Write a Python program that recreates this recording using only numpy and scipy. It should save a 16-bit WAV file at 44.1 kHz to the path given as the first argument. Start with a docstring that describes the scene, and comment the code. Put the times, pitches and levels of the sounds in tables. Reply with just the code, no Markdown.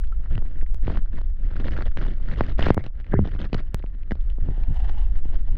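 """Knocks run through the wall of a small sealed camera case, held just under a shallow stream: falling sweeps.
The grip rubs on it (shaped noise grains over low jolts), and grit snaps (brief rings with a hiss).
A seam creaks and trapped air hisses (noise through resonances); bubbles ring as decaying sines.
Water heaves against the case as slow noise. Four times the recorder skips with a tick: a brief offset."""
import sys
import numpy as np
from scipy import signal
from scipy.fft import rfft, irfft, next_fast_len
from scipy.io import wavfile
from scipy.ndimage import uniform_filter1d, map_coordinates

SR = 44100
rng = np.random.default_rng(int(sys.argv[2]) if len(sys.argv) > 2 else 0)


def volts_from_decibels(level):
    """Turn decibel levels (scalar or array-like) into linear amplitude factors."""
    exponent = np.asarray(level, float) / 20
    return 10 ** exponent


def wrap_up_sound(samples):
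    """Save the sound to the file named by the first command line argument, as 16-bit audio."""
    columns = np.atleast_2d(samples).T
    # keep every value between -1 and 1, then stretch to whole-number steps
    tamed = np.clip(columns, -1, 1)
    steps = np.round(tamed * 32767).astype(np.int16)
    wavfile.write(sys.argv[1], SR, steps)


N = 245637  # samples

# Transmission of the case wall: f/Hz, relative level/dB
WALL_RESPONSE = [(100, -33.5), (300, -10), (550, -1.5), (950, -13.5), (1400, -8.5), (1900, -8.5),
                 (2450, -19), (3000, -16), (3800, -23), (4800, -28.5), (6500, -41.5), (10000, -59),
                 (16000, -86)]


def unit(x):
    """Normalisation: scales a signal to an rms of 1."""
    return x / np.sqrt(np.mean(x ** 2) + 1e-20)


def curves(rows):
    """Linear interpolation: one value per sample for each column after the time."""
    s, *cols = np.transpose(rows)
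    return [np.interp(np.arange(N) / SR, s, c) for c in cols]


def wobble(rate):
    """Band-limited randomness: a smooth curve through rate random knots a second."""
    knots = rng.standard_normal(int(N * rate / SR) + 4)
    return map_coordinates(knots, [np.arange(N) * rate / SR])


def filtered(x, response):
    """Linear filtering: the spectrum of x is multiplied by a response of frequency."""
    m = next_fast_len(N + SR)
    return irfft(rfft(x, m) * response(np.fft.rfftfreq(m, 1 / SR)), m)[:N]


def coloured(x, points):
    """Spectral shaping: x through (Hz, dB) points joined on a logarithmic frequency axis."""
    f, db = np.transpose(points)
    return filtered(x, lambda hz: volts_from_decibels(np.interp(np.log(hz + 1), np.log(f + 1), db)))


def steady(x, seconds):
    """Level compression: x is divided by its own running rms, with a floor."""
    power = np.abs(uniform_filter1d(x ** 2, round(seconds * SR)))
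    return x / np.sqrt(power + 0.012 * np.mean(x ** 2))


def held(spans, rest_db, edge):
    """Gating: a gain holds each (start, end, dB) span, its edges softened over edge seconds."""
    gain = np.full(N, volts_from_decibels(rest_db))
    for start, end, db in spans:
        gain[round(start * SR):round(end * SR)] = volts_from_decibels(db)
    return uniform_filter1d(gain, round(edge * SR))


def ringing(x, modes, order):
    """Resonance: x through summed (Hz, width, dB) modes, order times; more passes darken the valleys."""
    def mode_sum(f):
        return sum(volts_from_decibels(db / order) * 1j * f * w / (c * c - f * f + 1j * f * w) for c, w, db in modes)
    return unit(filtered(x, lambda f: mode_sum(f) ** order))


def patchy(x, depth_db):
    """Granular colour: random gain in short patches of the spectrum varies the timbre of the grains."""
    z = signal.stft(x, nperseg=256)[2]
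    field = uniform_filter1d(rng.standard_normal(z.shape), size=5, axis=0)
    field = uniform_filter1d(field, size=2, axis=1)
    return signal.istft(z * volts_from_decibels(depth_db * unit(field)), nperseg=256)[1][:N]


def heave():
    """Hydrodynamic pressure: slow drift and quicker lapping of the water, felt more than heard."""
    # Water pressure on the case: t/s, level/dB (before the trim below)
    pressure_level = [(0.03, -18.5), (0.81, -18.5), (2.65, -19), (2.78, -29.5), (3.18, -20.5), (4.1, -24.5),
                      (4.11, -18.5), (5.18, -16), (5.21, -21), (5.54, -15)]
    # Spectrum of the swings: f/Hz, relative level/dB
    swell_spectrum = [(1.5, -26), (8, 6.5), (14, -4.5), (25, 0), (40, -11), (60, -16), (100, -36),
                      (200, -120)]
    drift_hz, drift_db = 16.3, 0.5  # upper limit of the drift, its level over the lapping
    level_db, = curves(pressure_level)
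    swell = coloured(rng.standard_normal(N), swell_spectrum)
    drift = filtered(swell, lambda hz: 1 / (1 + (hz / drift_hz) ** 6))
    lapping = steady(swell - drift, 0.27)
    return volts_from_decibels(level_db - 3.5) * (volts_from_decibels(drift_db) * unit(drift) + lapping)


def bubbles():
    """Volume oscillation: bubbles start softly, ring and decay, rising a little in pitch."""
    # Bubbles: t/s, starting f/Hz, level/dB, time to decay by 60 dB/s
    bubble_rows = [(0.124, 1333, -31.5, 0.029), (2.8, 129, -20, 0.11), (3.146, 388, -17, 0.09),
                   (3.195, 199.5, -11.5, 0.13), (4.116, 201, -10.5, 0.036)]
    out = np.zeros(N)
    for s, hz, db, t60 in bubble_rows_in_order(bubble_rows):
        t = np.clip(np.arange(N) / SR - s, 0, None)
        envelope = volts_from_decibels(db - 60 * t / t60) * (1 - np.exp(-t * hz / 2))
        out += envelope * np.sin(2 * np.pi * hz * t * (1 + 0.2 * t))
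    return out


def gulp():
    """Turbulent flow: air trapped under the hand squeezes out with a fluttering, resonant hiss."""
    # Shifts of air: start t/s, end t/s, level/dB, f/Hz, resonance width/Hz
    air_shifts = [(2.713, 2.822, -58, 2150, 260), (3.119, 3.172, -44, 1623, 559),
                  (3.122, 3.197, -51.5, 2027, 270)]
    out = np.zeros(N)
    for start, end, db, hz, width_hz in air_shifts:
        gain = held([(start, end, db)], rest_db=-120, edge=0.006)
        hiss = ringing(rng.standard_normal(N), [(hz, width_hz, 0)], order=3)
        out += gain * steady(hiss, 0.023) * volts_from_decibels(3 * wobble(60))
    return out


def creak():
    """Stick-slip friction: a seam gives in small jerks and groans under load, exciting its resonances."""
    # Jerks: t/s, level/dB
    jerks = [(4.766, -47), (4.803, -50.5), (4.848, -46.5), (4.893, -45.5), (4.985, -49), (5.017, -52.5),
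             (5.04, -57), (5.18, -56), (5.254, -53), (5.302, -59), (5.337, -50.5), (5.482, -52),
             (5.53, -60)]
    # Steady groan: start t/s, end t/s, level/dB
    groans = [(4.47, 5.1, -57)]
    # Resonances of the seam: f/Hz, width/Hz, relative level/dB
    seam_modes = [(800, 340, 10.5), (1700, 620, -6), (2740, 500, -12)]
    jerk_s = 0.0074  # standard deviation of a bell-shaped jerk
    t = np.arange(N) / SR
    gain = held(groans, rest_db=-120, edge=0.19)
    for s, db in jerks:
        gain = gain + volts_from_decibels(db) * np.exp(-((t - s) / jerk_s) ** 2 / 2)
    return gain * ringing(rng.standard_normal(N), seam_modes, order=2)


def rubbing():
    """Friction follows motion: the gain of the rub is faint at rest and held high through each slide."""
    # Resting hand: t/s, level/dB
    rest_level = [(0, -62), (.1, -71), (.22, -61.5), (.58, -60.5), (.7, -72.5), (1.0, -67.5), (1.22, -60.5),
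                  (1.36, -68), (1.55, -56.5), (1.94, -66), (2.2, -54), (2.5, -56.5), (2.82, -66),
                  (2.92, -72), (3.0, -61.5), (3.2, -56), (3.9, -65.5), (4.26, -64), (4.32, -57),
                  (4.36, -67.5), (4.47, -58), (4.7, -60), (4.87, -56), (5.03, -60), (5.2, -63), (5.57, -59)]
    # Slides of the hand: start t/s, end t/s, level/dB
    slide_spans = [(.303, .343, -49), (.35, .39, -52.5), (.828, .856, -52), (.856, .901, -40.5),
                   (.895, .992, -43), (1.133, 1.19, -48.5), (1.434, 1.466, -49), (1.507, 1.579, -49),
                   (1.592, 1.619, -43.5), (1.636, 1.691, -41.5), (1.709, 1.832, -41.5), (1.854, 1.889, -49),
                   (1.969, 1.997, -41), (2.005, 2.039, -41.5), (2.052, 2.139, -46), (2.284, 2.347, -43.5),
                   (2.379, 2.421, -40.5), (2.429, 2.531, -45), (2.582, 2.706, -35), (2.715, 2.735, -42.5),
                   (2.792, 2.808, -47.5), (2.837, 2.877, -51), (3.243, 3.292, -46.5), (3.312, 3.368, -47),
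                   (3.388, 3.463, -42.5), (3.522, 3.565, -46.5), (3.559, 3.602, -45), (3.724, 3.806, -57.5),
                   (5.325, 5.36, -50.5)]
    return held(slide_spans, rest_db=curves(rest_level)[0], edge=0.016)


def grip():
    """Sliding friction: skin slips in uneven grains; each shift of the hand also jolts the whole body."""
    # Spectrum of a jolt: f/Hz, relative level/dB
    jolt_spectrum = [(30, -29), (60, 1.5), (120, -6), (220, -13.5), (350, -19.5), (550, -35.5),
                     (1200, -120)]
    # Shoves of the whole case: start t/s, end t/s, level/dB
    shove_spans = [(.306, .394, -29.5), (3.121, 3.24, -19.5), (4.42, 4.52, -29), (4.681, 4.727, -21.5),
                   (5.52, 5.57, -31.5)]
    firm_db = -45.5  # gain of a firm rub
    jolt_db, jolt_grows = -33, 0.65  # jolt gain at a firm rub, dB of jolt per dB of rub
    fidget_db, fidget_per_s = 3.2, 40  # unevenness of a light rub, its knots per second

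    clumps = volts_from_decibels(2.28 * wobble(60))  # slips come in bunches
    sizes = volts_from_decibels(np.minimum(4 * rng.exponential(size=N), 15)) * rng.standard_normal(N)
    slips = (rng.random(N) < 1500 / SR) * sizes  # 1500 a second on average
    grains = patchy(unit(slips) + 0.5 * rng.standard_normal(N), depth_db=4.0)
    rub = unit(coloured(clumps * grains, WALL_RESPONSE))
    pricks = (rng.random(N) < 70 / SR) * rng.standard_normal(N)  # lone slips under a light touch
    wash = patchy(rng.standard_normal(N), depth_db=3.5) + 0.8 * unit(pricks)
    wash = unit(coloured(wash, WALL_RESPONSE))

    rub_gain = rubbing()
    lightness = np.clip(1 - rub_gain / volts_from_decibels(firm_db), 0, 1)
    rub_gain = rub_gain * volts_from_decibels(fidget_db * wobble(fidget_per_s) * lightness)
    hard = np.clip(rub_gain / volts_from_decibels(firm_db - 5), 0, 1) ** 2  # a light touch mostly washes
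    rub = np.sqrt(hard) * rub + np.sqrt(1 - hard) * wash

    jolt = steady(coloured(clumps ** 0.5 * rng.standard_normal(N), jolt_spectrum), 0.043)
    soft = filtered(jolt, lambda hz: 1 / (1 + (hz / 140) ** 4))
    upper = jolt - soft
    jolt_gain = volts_from_decibels(jolt_db) * (rub_gain / volts_from_decibels(firm_db)) ** jolt_grows
    firm = np.clip(rub_gain / volts_from_decibels(firm_db), 0, 1) ** 0.2  # a lighter rub passes on less of the upper part
    shove_gain = held(shove_spans, rest_db=-120, edge=0.0065)
    shove = shove_gain * (soft + 0.22 * upper)  # mostly the low part
    return rub_gain * rub + jolt_gain * (soft + firm * upper) + shove


def snaps():
    """Random point process: 80 small ticks as rows, denser and louder where the hand rubs harder."""
    count, over_rub_db, mean_hz = 80, 0.5, 2100  # mean level over the rubbing, middle pitch
    rub_gain = rubbing()
    share = np.cumsum(rub_gain)
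    at = np.searchsorted(share, rng.random(count) * share[-1])
    size, pitch = rng.standard_normal((count, 2)).T
    level_db = 20 * np.log10(rub_gain[at]) + over_rub_db + 2 * size
    return list(zip(at / SR, level_db, mean_hz * np.exp(pitch / 3)))


def ticks():
    """Impulsive excitation: grit snaps on the case, a few quick swings with a short hiss."""
    # Larger snaps: t/s, approximate ring peak level/dB, f/Hz
    grit_snaps = [(0.0372, -43, 1600), (0.0466, -46, 2800), (0.3535, -34.5, 2700), (0.379, -35.5, 2900),
                  (.4633, -48.5, 2200), (0.5576, -45.5, 1620), (0.613, -39.5, 1900), (0.663, -47, 2100),
                  (1.059, -45.5, 1400), (1.5653, -32.5, 1550), (1.7762, -29.5, 1590), (1.8794, -38, 1710),
                  (1.917, -40, 1440), (2.0138, -31.5, 1400), (2.3142, -33, 1990), (2.634, -29, 1700),
                  (3.044, -46.5, 2200), (3.066, -44, 2200), (3.794, -46.5, 3600), (3.8263, -43.5, 2200),
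                  (3.862, -46.5, 2600), (4.0322, -46.5, 2400), (4.109, -27, 1850), (4.118, -26.5, 1660),
                  (4.21, -48, 3200), (4.3009, -41, 3080), (5.155, -43, 1700)]
    ring_cycles = 6.2  # cycles in which the exponential decay reaches -60 dB
    fizz_db, fizz_s = 0, 0.012  # hiss level relative to the snap, time to decay by 60 dB
    out, t = np.zeros(N + SR), np.arange(SR // 50) / SR
    fizz = unit(coloured(rng.standard_normal(N), WALL_RESPONSE[3:]))  # level below 950 Hz
    fizz_envelope = np.clip(t / 0.0015, 0, 1) * volts_from_decibels(fizz_db - 60 * t / fizz_s)
    for s, db, hz in [*grit_snaps, *snaps()]:
        at = round(s * SR)
        cycles = t * hz
        ring = -np.sin(2 * np.pi * cycles) * cycles * volts_from_decibels(10.5 - 60 * cycles / ring_cycles)
        hiss = fizz[at:at + len(t)] if at + len(t) < N else 0
        out[at:at + len(t)] += volts_from_decibels(db) * (ring + hiss * fizz_envelope)
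    return out[:N]


def taps():
    """Random point process: 25 small knocks as rows, louder where the hand rubs harder."""
    # Mean of: level over the rubbing/dB, thump/dB, crack/dB
    tap_mean = (12, -7.5, -17.5)
    # Standard deviation of the same three columns/dB
    tap_spread = (2.5, 4, 4)
    count = 25
    s = rng.random(count) * (N - 1) / SR
    rows = np.add(tap_mean, np.multiply(tap_spread, rng.standard_normal((count, 3))))
    rows[:, 0] += 20 * np.log10(rubbing()[(s * SR).astype(int)])
    return [(at, *row) for at, row in zip(s, rows)]


def knocks():
    """Dispersion of bending waves in the wall: a sharp spike first, ever slower swings after it."""
    # Knocks: t/s, level/dB, then relative to it and before fixed offsets: thump/dB, crack/dB
    knock_rows = [(0.071, -47.5, -17, -1.5), (0.121, -40.5, -14.5, -18), (0.207, -48, -19, -6.5),
                  (0.258, -28, -32.5, -38), (0.355, -50.5, -5, -3), (0.452, -36, -18.5, -18.5),
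                  (0.377, -24, -17, -31), (0.422, -35, -8.5, -22), (0.626, -42.5, 2.5, -28),
                  (0.898, -20, -17.5, -24), (0.971, -16.5, -26, -24.5), (1.213, -31.5, -15.5, -16.5),
                  (1.599, -30.5, -8.5, -14), (1.765, -28.5, -14, -11.5), (1.807, -13.5, -41, -35),
                  (1.971, -20, -17, -15), (2.407, -4.5, -15.5, -31), (2.591, -13.5, -12.5, -37),
                  (2.666, -10, -12.5, -24), (2.684, -21, -5, -10.5), (2.703, -7.5, -5.5, -24),
                  (2.768, -42, 20, -43), (2.776, -11, -11.5, -33), (2.839, -37, -14, -2),
                  (2.863, -32, -8.5, -4.5), (3.133, -27, -0.5, -31), (3.138, -18.5, 2, -28),
                  (3.19, -29.5, 14, -64), (3.253, -37, 3.5, -51), (3.273, -37.5, -0.5, -3.5),
                  (3.349, -42.5, 4.5, -9), (3.529, -31, 8, 1.5), (3.543, -29.5, -5, 5),
                  (3.547, -34.5, 9, -11), (3.839, -36, 0, -21), (4.108, -30, -3.5, -23),
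                  (4.117, -32.5, 5, -23), (4.153, -42, -3, -12), (4.383, -52, 14, -19),
                  (4.486, -44.5, 15, -39), (4.577, -47.5, 6.5, -29), (4.635, -38, -17, -4.5),
                  (4.894, -24.5, -23, -20), (5.254, -55, 19.5, -19)]
    body, cracks, t = np.zeros(N + SR), np.zeros(N + SR), np.arange(SR // 20) / SR
    late = np.clip(t - 0.0015, 0, None)  # the spike follows the first touch
    burst = np.clip(t / 0.0015, 0, 1) ** 2 * volts_from_decibels(-60 * late / 0.014)
    for s, db, thump_db, crack_db in [*knock_rows, *taps()]:
        at = round(s * SR)
        contact = 0.00062 * volts_from_decibels(0.36 * thump_db)  # s; a blow with more thump lasts longer, starts lower
        sweep = np.sin(4 * np.log(1 + late / contact)) * (1 - np.exp(-late / (0.25 * contact)))
        spike = 1.2 * volts_from_decibels(-60 * late / 0.0015)
        thump = volts_from_decibels(thump_db + 9.0 - 60 * late / 0.11)
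        body[at:at + len(t)] += volts_from_decibels(db) * sweep * (spike + thump)
        cracks[at:at + len(t)] += volts_from_decibels(db + crack_db + 8.5) * burst * rng.standard_normal(len(t))

    def body_response(hz):  # little treble, no slow push
        return (1j * hz / (40 + 1j * hz)) ** 2 / (1 + (hz / 2100) ** 8)

    def crack_response(hz):  # a band between about 1300 and 4000 Hz
        return 1 / (1 + (1300 / (hz + 1)) ** 4) / (1 + (hz / 4000) ** 6)

    return filtered(body[:N], body_response) + filtered(cracks[:N], crack_response)


def scene():
    """Superposition: everything reaches the one microphone through the case."""
    return (heave() + bubbles() + gulp() + creak() + grip() + ticks() + knocks())[None]


def top_cut(x):
    """Nothing passes above the cut-off."""
    return signal.sosfilt(signal.butter(12, 15780, fs=SR, output="sos"), x)


def record(dry):
    """Step discontinuity: at each skip the signal jumps by an offset, which holds and slides back."""
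    # Skips: t/s, jump of the signal (full scale = 1)
    skip_rows = [(.7452, -.03), (2.7452, .075), (3.7452, -.19), (4.7452, -.012)]
    t = np.arange(N) / SR
    skips = np.zeros(N)
    for s, jump in skip_rows:
        slide_back = np.clip((s + 0.0045 - t) / 0.002, 0, 1)  # held 2.5 ms, gone 2 ms later
        skips += jump * (t >= s) * slide_back
    return top_cut(dry + skips)


def bubble_rows_in_order(rows):
    """Passes the bubble rows on as they stand."""
    return rows


dry = scene()
out = record(dry)
wrap_up_sound(out)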